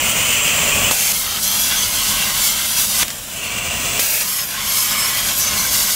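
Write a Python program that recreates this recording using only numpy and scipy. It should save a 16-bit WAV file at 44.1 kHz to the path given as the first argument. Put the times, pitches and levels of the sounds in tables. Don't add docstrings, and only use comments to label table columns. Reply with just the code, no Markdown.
import sys
import numpy as np
from scipy import signal
from scipy.fft import rfft, irfft
from scipy.io import wavfile
from scipy.ndimage import uniform_filter1d

SR = 44100
rng = np.random.default_rng(int(sys.argv[2]) if len(sys.argv) > 2 else 0)


def natural_amplitude(level_db):
    exponent = np.asarray(level_db, float) / 20
    return 10 ** exponent


def waveform_to_disk(signal):
    frames = np.transpose(np.atleast_2d(signal))
    scaled = np.clip(frames, -1, 1) * 32767
    samples = np.round(scaled).astype(np.int16)
    wavfile.write(sys.argv[1], SR, samples)


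N = 262395

CUTOFF_HZ = 15745
SPLITS_HZ = [850, 3900, 9500]

STAGE_S = [
    0,
    .911,
    1.121,
    3.0322,
    3.365,
    3.9938,
    4.219,
    5.95,
]
FADE_S = [.001, .004, .006, .006, .09, .004, .03, .001]
# table rumble in dB, splash in dB, jet hiss in dB, sizzle in dB,
# share of the microphone's level swing left in the jet (0 to 1).
BALANCE_DB = [
    (-37, -20, -23.5, -26, 0.15),
    (-38, -26, -22, -23.5, .45),
    (-37.5, -26, -25, -24.5, 0.26),
    (-38.5, -34, -33, -35, 0.63),
    (-34, -28, -31, -34, 0.78),
    (-34, -23, -21, -22.5, 0.32),
    (-33, -26, -23, -24.5, 0.6),
]

# frequency in Hz, level in dB.
BLOW_COLOUR = [(12, -38), (20, -9), (153, -7), (239, -8), (363, -19), (599, -7.5), (770, -18), (1140, -10),
               (1730, -12.5), (2620, -1), (3980, -13.5), (5260, -12.5), (7350, -3), (10600, -17.5),
               (15600, -12)]
PIERCE_COLOUR = [(12, -43), (20, -17), (119, -15), (186, -9.5), (353, -25), (394, -20), (814, -11),
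                 (1050, -16), (1630, -2.5), (1830, -3), (2410, 1.5), (3870, -7), (6580, -4.5),
                 (12100, -7.5), (15600, -7)]
CUT_COLOUR = [(12, -39), (20, -4), (145, -7), (202, -4.5), (373, -17), (582, -14.5), (1540, -6.5),
              (1830, -8.5), (2100, -3), (2480, -5.5), (3280, -2.5), (3770, -5.5), (6050, -5.5),
              (12100, -11), (15600, -13.5)]
REST_COLOUR = [(12, -34), (20, -7), (93, -4), (186, -4), (267, -4), (334, -15), (669, -11), (770, -18.5),
               (1590, -19), (3190, -16.5), (4840, -22), (7560, -9), (8220, -14), (15600, -13)]
BLOW_AGAIN_COLOUR = [(12, -38), (20, -4.5), (113, -4.5), (226, -7), (373, -16.5), (669, -8.5), (791, -16.5),
                     (1140, -6.5), (1780, -6.5), (2770, 0), (3770, -11.5), (5260, -12.5), (7560, -10),
                     (10900, -22.5), (15600, -19)]
PIERCE_AGAIN_COLOUR = [(12, -44), (20, -8), (95, -9), (137, -11.5), (176, -10), (353, -19), (383, -16),
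                       (441, -13), (616, -12), (708, -15), (1270, -17), (2480, -2.5), (3100, -10.5),
                       (6220, -3), (15600, -2)]
CUT_AGAIN_COLOUR = [(12, -37), (20, -6), (208, -5.5), (373, -16), (935, -9.5), (1080, -3), (1780, -1.5),
                    (2220, 0.5), (2620, -3.5), (3100, 0), (4100, -6.5), (6050, -4.5), (8690, -9),
                    (12500, -6), (15600, -9)]

# frequency in Hz, width in Hz, lift in dB.
BLOW_MODES = [(35, 11, -5), (82, 14, 2), (707, 12, 7.5), (1010, 12, 2.5), (622, 12, -0.5), (680, 35, 1.5),
              (480, 14, 3), (418, 6.8, 12.5), (2260, 160, -1), (2500, 390, -0.5), (3120, 170, 2),
              (3850, 470, -6), (4930, 150, 0), (6170, 320, 4), (7740, 130, 1.5), (9300, 300, 2.5),
              (10400, 2200, -2)]
PIERCE_MODES = [(612, 12, 7), (370, 54, -2), (1810, 97, -10), (3860, 240, -4), (6380, 450, 5.5),
                (7250, 250, 3), (11900, 500, 7)]
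CUT_MODES = [(590, 56, 6), (210, 22, 5), (35, 9.6, 3.5), (87, 29, 4), (421, 18, 5.5), (506, 13, 4.5),
             (676, 21, 2), (1057, 59, 5), (344, 37, 0.5), (1790, 57, -6.5), (3260, 280, 2),
             (3650, 780, -3.5), (5900, 180, 1.5), (6100, 1100, 1.5), (7380, 220, 1.5)]
REST_MODES = [(3080, 280, 5), (2600, 300, -2), (5300, 900, 6.5), (1200, 200, 2), (7400, 300, 1)]
# frequency in Hz, width in Hz, lift in dB.
FIRST_CUT_MODES = [(2470, 220, -4.5), (4650, 83, -2.5), (5500, 250, -2.5), (9500, 1300, -3),
                   (10800, 250, 2), (12700, 250, 1), (13900, 300, 2), (5750, 200, 0.5)]
BLOW_AGAIN_MODES = [(1790, 120, -7), (2330, 80, 5), (2820, 220, 3.5), (3130, 250, -4), (3450, 120, 5.5),
                    (3870, 200, 2.5), (4870, 200, -3), (6100, 200, 0), (10300, 400, 1), (15400, 400, 1)]
PIERCE_AGAIN_MODES = [(1250, 200, 5), (2500, 200, -1), (4430, 200, 0), (5370, 300, 1.5), (9200, 250, -1),
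                      (10800, 400, -0.5), (12300, 200, -2), (13500, 400, 0)]
CUT_AGAIN_MODES = [(2240, 100, 2.5), (3800, 200, 0), (5920, 370, -4.5), (8900, 300, -0.5), (10200, 300, -2),
                   (11250, 220, 0.5), (12000, 250, 0), (12400, 200, 5), (13700, 300, 3)]

# time in seconds, level in dB.
GAIN = [(0, 11), (.33, 7), (.8, 12.5), (.913, 10.5), (.925, 4.5), (1.3, 3), (2.3, 6.5), (2.5, 2.5),
        (3.0, 4), (3.2, 0.5), (3.65, 3), (3.994, 6), (4.006, -0.5), (4.4, -3.5), (5.3, 1.5), (5.76, 2.5),
        (5.93, -1.5), (5.95, -0.5)]
# peak in seconds, hiss in dB,
# rise in seconds, fall in seconds, extra sizzle in dB.
FLARES = [(1.127, -4, 0.0055, .012, 1.2), (1.2, 0, 0.083, .07, 3.5), (1.39, -3, 0.25, 0.038, -1),
          (1.445, 3.5, .03, 0.081, 0), (1.63, 3.5, 0.14, .07, -0.5), (1.85, 3, 0.036, .02, -3),
          (1.88, -1, .015, 0.063, .3), (2.09, 4, 0.18, 0.077, -3.5), (2.46, 6, 0.1, 0.076, 0.5),
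          (2.805, 5, 0.073, 0.1, 1), (2.91, 0, .04, .03, -1), (3.0, 4.5, 0.11, 0.083, 0),
          (3.95, 2.5, 0.31, 0.089, 1), (4.32, 1, 0.083, .12, 3.5), (4.46, -7.5, .03, 0.059, 6),
          (4.59, -2, .12, .06, -5), (4.79, 5.5, .14, 0.14, 0.5), (5.3, 3, .08, .04, -5),
          (5.385, 0.5, 0.035, .05, 5), (5.42, 4, .04, 0.079, -6), (5.51, -1, .06, 0.073, -5),
          (5.69, 2, 0.017, .015, -8), (5.75, 5.5, 0.046, 0.21, -1.5), (5.925, 6, 0.044, 0.06, -2)]
# peak in seconds, level in dB,
# rise in seconds, fall in seconds.
SPLASHES = [(1.127, -4.5, 0.0074, 0.094), (1.21, -3.5, 0.049, 0.026), (1.408, -9, 0.02, 0.059),
            (1.72, 3.5, 0.029, .06), (1.85, 0, .05, .015), (1.88, -2, .015, 0.088), (2.24, 2.5, 0.13, 0.27),
            (2.45, 2, .06, 0.03), (2.69, -2, 0.037, 0.056), (2.8, 2, 0.061, .03),
            (2.89, -5.5, 0.065, 0.045), (3.03, 7.5, 0.054, 0.0054), (3.36, -3, 0.04, 0.12),
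            (4.37, -2, 0.23, 0.022), (4.46, -7, .02, 0.055), (4.6, 3, 0.092, 0.061), (4.95, 3, 0.1, 0.25),
            (5.365, -5.5, 0.044, 0.08), (5.7, -5.5, 0.044, 0.048), (5.82, -2.5, .06, .06)]
RUMBLE_IN_SPLASH = 0.23

POP_S = [
    .9116,
    3.0288,
    3.0812,
    3.1037,
    3.994,
]
# crack peak in dB, thump in dB, thump pitch in Hz, crack length in seconds,
# frequency in Hz above which the crack is dull.
POPS = [(-5, -2.5, 1000, .0007, 10000), (-1, -8, 700, .001, 4000), (-5, -20, 1500, .0016, 14000),
        (-6.5, -30, 800, .0005, 7000), (-9, -6, 1400, .0015, 6000)]
CRACK_LOW_HZ = [900, 700, 900, 1900, 900]
# level in dB, fall in seconds.
PUFFS = [(2.5, 0.039), (4, 0.023), (0, .02), (5, 0.016), (2.5, .01)]
PUFF_RISE_S, PUFF_IN_SIZZLE = 0.0022, 0.15

# start in seconds, end in seconds, frequency in Hz,
# width in Hz, level in dB.
WHISTLES = [(1.68, 1.865, 3380, 150, -39), (1.47, 1.64, 12500, 140.0, -29), (1.6, 1.7, 10360.0, 210.0, -31),
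            (1.76, 1.87, 6200, 500.0, -26), (1.96, 2.06, 3160, 230.0, -31), (2.17, 2.26, 2790, 200, -25),
            (2.41, 2.53, 7230, 160.0, -25), (4.35, 4.45, 12700.0, 414, -35), (4.35, 4.46, 6600, 310.0, -34),
            (4.76, 4.85, 5130, 200.0, -29), (4.89, 5.07, 5260, 350, -28), (5.17, 5.37, 3200, 600, -32),
            (5.37, 5.45, 12350, 230.0, -26), (5.395, 5.44, 5980, 340, -19.5), (5.44, 5.57, 6100, 130, -33),
            (5.68, 5.78, 12200, 248, -28), (3.45, 3.5, 4320, 120, -42), (3.35, 3.46, 10800, 1500, -37),
            (0.01, .35, 8960, 800, -28.5), (1.15, 1.4, 13000, 1500, -33), (2.66, 2.76, 11000, 2500, -24),
            (3.97, 4.21, 14800, 2000, -26)]
# start in seconds, end in seconds, frequency in Hz, width in Hz,
# level in dB.
MORE_WHISTLES = [(4.56, 5.93, 1075, 100, -39), (5.33, 5.44, 13500, 200, -33), (2.95, 3.03, 6050, 250, -30),
                 (1.68, 1.8, 1550, 150, -36), (3.38, 3.52, 2500, 700, -36), (1.46, 1.72, 6100, 250, -34),
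                 (4.85, 5.25, 2280, 250, -36), (1.55, 1.87, 3350, 90, -37), (2.3, 2.84, 3200, 250, -34),
                 (4.09, 4.21, 12500, 1800, -28), (1.28, 1.4, 5000, 900, -31), (5.75, 5.9, 12400, 250, -32),
                 (2.74, 2.84, 12000, 300, -31), (2.76, 2.85, 8150, 200, -33),
                 (4.75, 4.84, 10700, 250, -32), (5.8, 5.94, 11150, 150, -34), (2.0, 2.35, 1100, 90, -40),
                 (1.56, 1.87, 3365, 60, -37), (3.55, 3.99, 7700, 900, -34), (1.82, 1.865, 4700, 500, -27),
                 (1.05, 1.12, 6900, 900, -26), (2.05, 2.13, 4900, 300, -31), (2.4, 2.5, 4700, 1300, -31),
                 (5.7, 5.85, 7500, 200, -35)]
# start in seconds, end in seconds,
# frequency in Hz, width in Hz, level in dB.
EDGE_TONES = [(4.74, 4.89, 7060, 200, -33), (4.67, 4.84, 11370, 160, -27), (5.65, 5.75, 12400, 170, -37),
              (5.56, 5.66, 4200, 150, -32), (5.51, 5.72, 17000, 250, -33), (5.35, 5.51, 12490, 120, -35),
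              (1.7, 1.87, 7660, 200, -39), (5.58, 5.78, 9220, 170, -36), (5.54, 5.72, 6100, 110, -28),
              (4.25, 4.38, 10000, 100, -34), (4.26, 4.38, 11250, 120, -33), (1.92, 2.12, 2760, 83, -34.5),
              (1.57, 1.74, 12920, 200, -34), (5.61, 5.67, 1540, 120, -32), (5.06, 5.21, 1980, 76, -33),
              (4.77, 4.87, 2600, 88, -37), (4.96, 5.06, 8180, 100, -32), (2.8, 2.91, 2700, 100, -41.5),
              (1.17, 1.28, 6000, 100, -38), (4.25, 4.45, 2900, 130, -46), (4.27, 4.58, 2500, 140, -46),
              (4.27, 4.45, 5200, 120, -33), (1.6, 1.76, 5600, 150, -36), (1.79, 1.87, 3345, 86, -35),
              (.94, .98, 7000, 250, -23), (1.08, 1.12, 4750, 300, -31.5), (1.44, 1.5, 4150, 150, -33),
              (3.87, 3.93, 7750, 200, -37), (5.65, 5.94, 8180, 400, -35), (4.88, 5.04, 7600, 330, -31),
              (5.52, 5.94, 6800, 150, -32), (.01, .35, 15000, 1200, -31), (5.74, 5.94, 3700, 200, -34),
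              (4.99, 5.13, 11000, 300, -32), (.5, .9, 7450, 130, -36), (0.26, 0.58, 2670, 350, -27.5),
              (4.26, 4.55, 10250, 500, -38), (3.74, 3.99, 15450, 300, -38), (0.84, 0.87, 3000, 150, -22),
              (2.05, 2.3, 3000, 80, -34)]
# start in seconds, end in seconds, pitch in Hz,
# wander in Hz, level in dB.
SINGING = [(1.44, 1.56, 3350, 35, -35), (1.555, 1.66, 3355, 25, -30), (1.68, 1.79, 3340, 50, -32),
           (1.79, 1.865, 3330, 45, -26.5), (5.4, 5.44, 6030, 110, -22), (5.43, 5.5, 6120, 60, -25.5),
           (5.5, 5.57, 6090, 40, -34), (.33, .9, 7480, 60, -31), (3.355, 3.42, 2930, 40, -35),
           (1.68, 1.76, 4980, 25, -33), (.66, .9, 2600, 90, -31), (.35, .62, 2620, 90, -31),
           (1.44, 1.54, 6150, 110, -32), (.02, .16, 3050, 90, -31), (3.6, 3.78, 2800, 40, -34),
           (3.8, 3.98, 3400, 50, -37)]
# frequency in Hz, level in dB.
MOTOR_TONES = [(35, -53.5), (86, -57.5), (506, -61), (608.3, -55.5), (662, -56.5), (731, -73),
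               (990.5, -53.5), (1252, -56)]
# time in seconds, low edge in Hz,
# high edge in Hz, level in dB.
SIDE_PATCHES = [(.337, 13000, 14600, -35), (.476, 9600, 11100, -41), (2.241, 13000, 14600, -35),
                (2.729, 5600, 7700, -28), (3.426, 8900, 10400, -40), (3.449, 8900, 10400, -38),
                (3.472, 11000, 12500, -40), (4.354, 8200, 9800, -31), (4.61, 9000, 10400, -41),
                (5.926, 6200, 9800, -49)]


def unit(x):
    return x / np.sqrt(np.mean(x ** 2) + 1e-20)


def drift(rate_hz):
    step = 32
    r = np.exp(-2 * np.pi * rate_hz * step / SR)
    slow = signal.lfilter([1], [1, -2 * r, r * r], rng.standard_normal(N // step + 3002))
    slow = unit(slow[3000:])
    return np.interp(np.arange(N) / step, np.arange(len(slow)), slow)


def band(x, hz, width_hz):
    r = np.exp(-np.pi * width_hz / SR)
    ringing = [1, -2 * r * np.cos(2 * np.pi * hz / SR), r * r]
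    for _ in range(2):
        x = signal.lfilter([1 - r, 0, r - 1], ringing, x)
    return x


def swings(rows, column):
    t = np.arange(N) / SR
    coarse = t[::16]
    total = np.zeros(len(coarse))
    for row in rows:
        peak, rise, fall = row[0], row[2], row[3]
        total += np.interp(coarse, [peak - rise, peak, peak + fall], [0, row[column], 0])
    return np.interp(t, coarse, total)


def levels():
    flare, splash = swings(FLARES, column=1), swings(SPLASHES, column=1)
    puff_rows = [(s + PUFF_RISE_S, db, PUFF_RISE_S, fall) for s, (db, fall) in zip(POP_S, PUFFS)]
    puff = swings(puff_rows, column=1)
    gain = np.interp(np.arange(N) / SR, *np.transpose(GAIN))
    sizzle = flare + swings(FLARES, column=4) + PUFF_IN_SIZZLE * puff
    return gain, [RUMBLE_IN_SPLASH * splash, splash + puff, flare + puff, sizzle]


def side_patches():
    out, length = np.zeros(N), 2048
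    noises = rng.standard_normal((len(SIDE_PATCHES), length))
    for noise, (s, low_hz, high_hz, db) in zip(noises, SIDE_PATCHES):
        edges = [low_hz - 150, high_hz + 150]
        noise = signal.sosfilt(signal.cheby2(8, 50, edges, "band", fs=SR, output="sos"), noise)
        at = round(s * SR) - length // 2
        out[at:at + length] += natural_amplitude(db) * unit(noise) * np.hanning(length)
    return out


def motors(gain):
    t = np.arange(N) / SR
    out = np.zeros(N)
    for hz, db in MOTOR_TONES:
        waver_db = 1.5 * drift(2.4)
        out += natural_amplitude(db + gain + waver_db) * np.sin(2 * np.pi * hz * t)
    return np.sqrt(2) * out


def shop(x):
    t60_s = .15
    t = np.arange(round(.5 * SR)) / SR
    dull_noise = signal.lfilter([.5], [1, -.5], rng.standard_normal(len(t)))
    tail = dull_noise * natural_amplitude(-60 * t / t60_s) * (t > .003)
    return signal.fftconvolve(x, tail / np.sqrt(np.sum(tail ** 2)))[:N]


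def pops():
    out, t = np.zeros(N), np.arange(2000) / SR
    cracks = rng.standard_normal((len(POPS), len(t)))
    for crack, s, low_hz, (db, thump_db, hz, length_s, dull_hz) in zip(cracks, POP_S, CRACK_LOW_HZ, POPS):
        at = round(s * SR)
        crack = signal.sosfilt(signal.butter(2, [low_hz, dull_hz], "band", fs=SR, output="sos"), crack)
        burst = crack * np.exp(-t / length_s) * (1 - np.exp(-t / .0003))
        thump = np.sin(2 * np.pi * hz * t) * np.exp(-1.5 * hz * t)
        out[at:at + len(t)] += natural_amplitude(db) * burst / np.abs(burst).max() - natural_amplitude(thump_db) * thump / thump.max()
    return out


def singing():
    out, tremble, throb = np.zeros(N), drift(56), natural_amplitude(3.5 * drift(25))
    for k, (start, end, hz, wander_hz, db) in enumerate(SINGING):
        a, b = round((start - .01) * SR), round((end + 0.012) * SR)
        pitch = hz + wander_hz * np.roll(tremble, 9001 * k)[a:b]
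        tone = np.sqrt(2) * np.sin(2 * np.pi * np.cumsum(pitch) / SR)
        fade = signal.windows.tukey(b - a, min(1, .05 * SR / (b - a)))
        out[a:b] += natural_amplitude(db) * tone * np.roll(throb, 7001 * k)[a:b] * fade
    return out


def whistles():
    out = np.zeros(N)
    for start, end, hz, width_hz, db in list(WHISTLES) + list(MORE_WHISTLES) + list(EDGE_TONES):
        a, b = round((start - .01) * SR), min(round((end + 0.014) * SR), N)
        whistle = unit(band(rng.standard_normal(b - a), hz, width_hz))
        out[a:b] += natural_amplitude(db) * whistle * signal.windows.tukey(b - a, min(1, .06 * SR / (b - a)))
    return out * natural_amplitude(2.5 * drift(15))


def turbulence(echo_db, flutter_db, change_hz):
    jet = rng.standard_normal(N) * natural_amplitude(flutter_db * drift(11.7) + 0.78 * flutter_db * drift(140))
    lags = (np.geomspace(.001, .014, 14) * rng.uniform(.9, 1.1, 14) * SR).astype(int)
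    echoes = sum(drift(change_hz) * np.roll(jet, lag) for lag in lags)
    power = 1 + natural_amplitude(2 * echo_db) * uniform_filter1d(echoes ** 2, size=4000)
    rippled = (jet + natural_amplitude(echo_db) * echoes) / np.sqrt(power)
    high = signal.butter(2, 900, "high", fs=SR, output="sos")
    return jet + signal.sosfiltfilt(high, rippled - jet)


def stage(noise, turn, swing, colour, modes):
    hz = np.maximum(np.fft.rfftfreq(N, 1 / SR), 1)
    colour_hz, colour_db = np.transpose(colour)
    shape_db = np.interp(np.log(hz), np.log(colour_hz), colour_db)
    for mode_hz, width_hz, lift_db in modes:
        shape_db = shape_db + lift_db / (1 + (2 * (hz - mode_hz) / width_hz) ** 2)
    above = [1] + [1 / (1 + (split / hz) ** 12) for split in SPLITS_HZ] + [0]
    inside = hz < CUTOFF_HZ
    coloured = rfft(noise) * natural_amplitude(shape_db) * inside

    (start, end), (rise, fall) = STAGE_S[turn:turn + 2], FADE_S[turn:turn + 2]
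    span = slice(max(round((start - rise / 2) * SR), 0), round((end + fall / 2) * SR))
    t = np.arange(N)[span] / SR
    fade = np.sqrt(np.clip(np.minimum((t - start) / rise, (end - t) / fall) + .5, 0, 1))

    leak = unit(irfft(rfft(noise[::-1]) * inside / (1 + (13500 / hz) ** 8), N))
    out = np.zeros(N)
    gain, part_swings = swing
    *base_db, share = BALANCE_DB[turn]
    for k in range(4):
        part = unit(irfft(coloured * np.sqrt(np.maximum(above[k] - above[k + 1], 0)), N))
        gain_share = share
        if k == 0:
            part = part + natural_amplitude(-12) * leak
            gain_share = 1
        out[span] += fade * part[span] * natural_amplitude(base_db[k] + gain_share * gain[span] + part_swings[k][span])
    return out


def scene():
    blowing = turbulence(echo_db=-20.0, flutter_db=0.84, change_hz=0.6)
    cutting = turbulence(echo_db=-15.5, flutter_db=0.68, change_hz=3.46)
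    plan = [(blowing, BLOW_COLOUR, BLOW_MODES),
            (cutting, PIERCE_COLOUR, PIERCE_MODES),
            (cutting, CUT_COLOUR, CUT_MODES + FIRST_CUT_MODES),
            (cutting, REST_COLOUR, REST_MODES),
            (blowing, BLOW_AGAIN_COLOUR, BLOW_MODES + BLOW_AGAIN_MODES),
            (cutting, PIERCE_AGAIN_COLOUR, PIERCE_MODES + PIERCE_AGAIN_MODES),
            (cutting, CUT_AGAIN_COLOUR, CUT_MODES + CUT_AGAIN_MODES)]
    swing = levels()
    gain = swing[0]
    jet = sum(stage(noise, turn, swing, colour, modes) for turn, (noise, colour, modes) in enumerate(plan))
    hits = pops()
    mix = jet + motors(gain) + whistles() + singing() + hits + natural_amplitude(-11) * shop(hits)
    return np.tile(mix, (2, 1))


def low_pass(x):
    return signal.sosfilt(signal.butter(12, 16990, fs=SR, output="sos"), x)


def record(dry):
    top_cut = signal.ellip(16, .3, 70, CUTOFF_HZ, fs=SR, output="sos")
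    low_cut = signal.butter(4, 29.0, "high", fs=SR, output="sos")
    rounded = 1.384 * np.tanh(dry / 1.62)
    wet = signal.sosfilt(low_cut, signal.sosfilt(top_cut, rounded))
    return low_pass(wet + side_patches() * [[1], [-1]])


dry = scene()
out = record(dry)
waveform_to_disk(out)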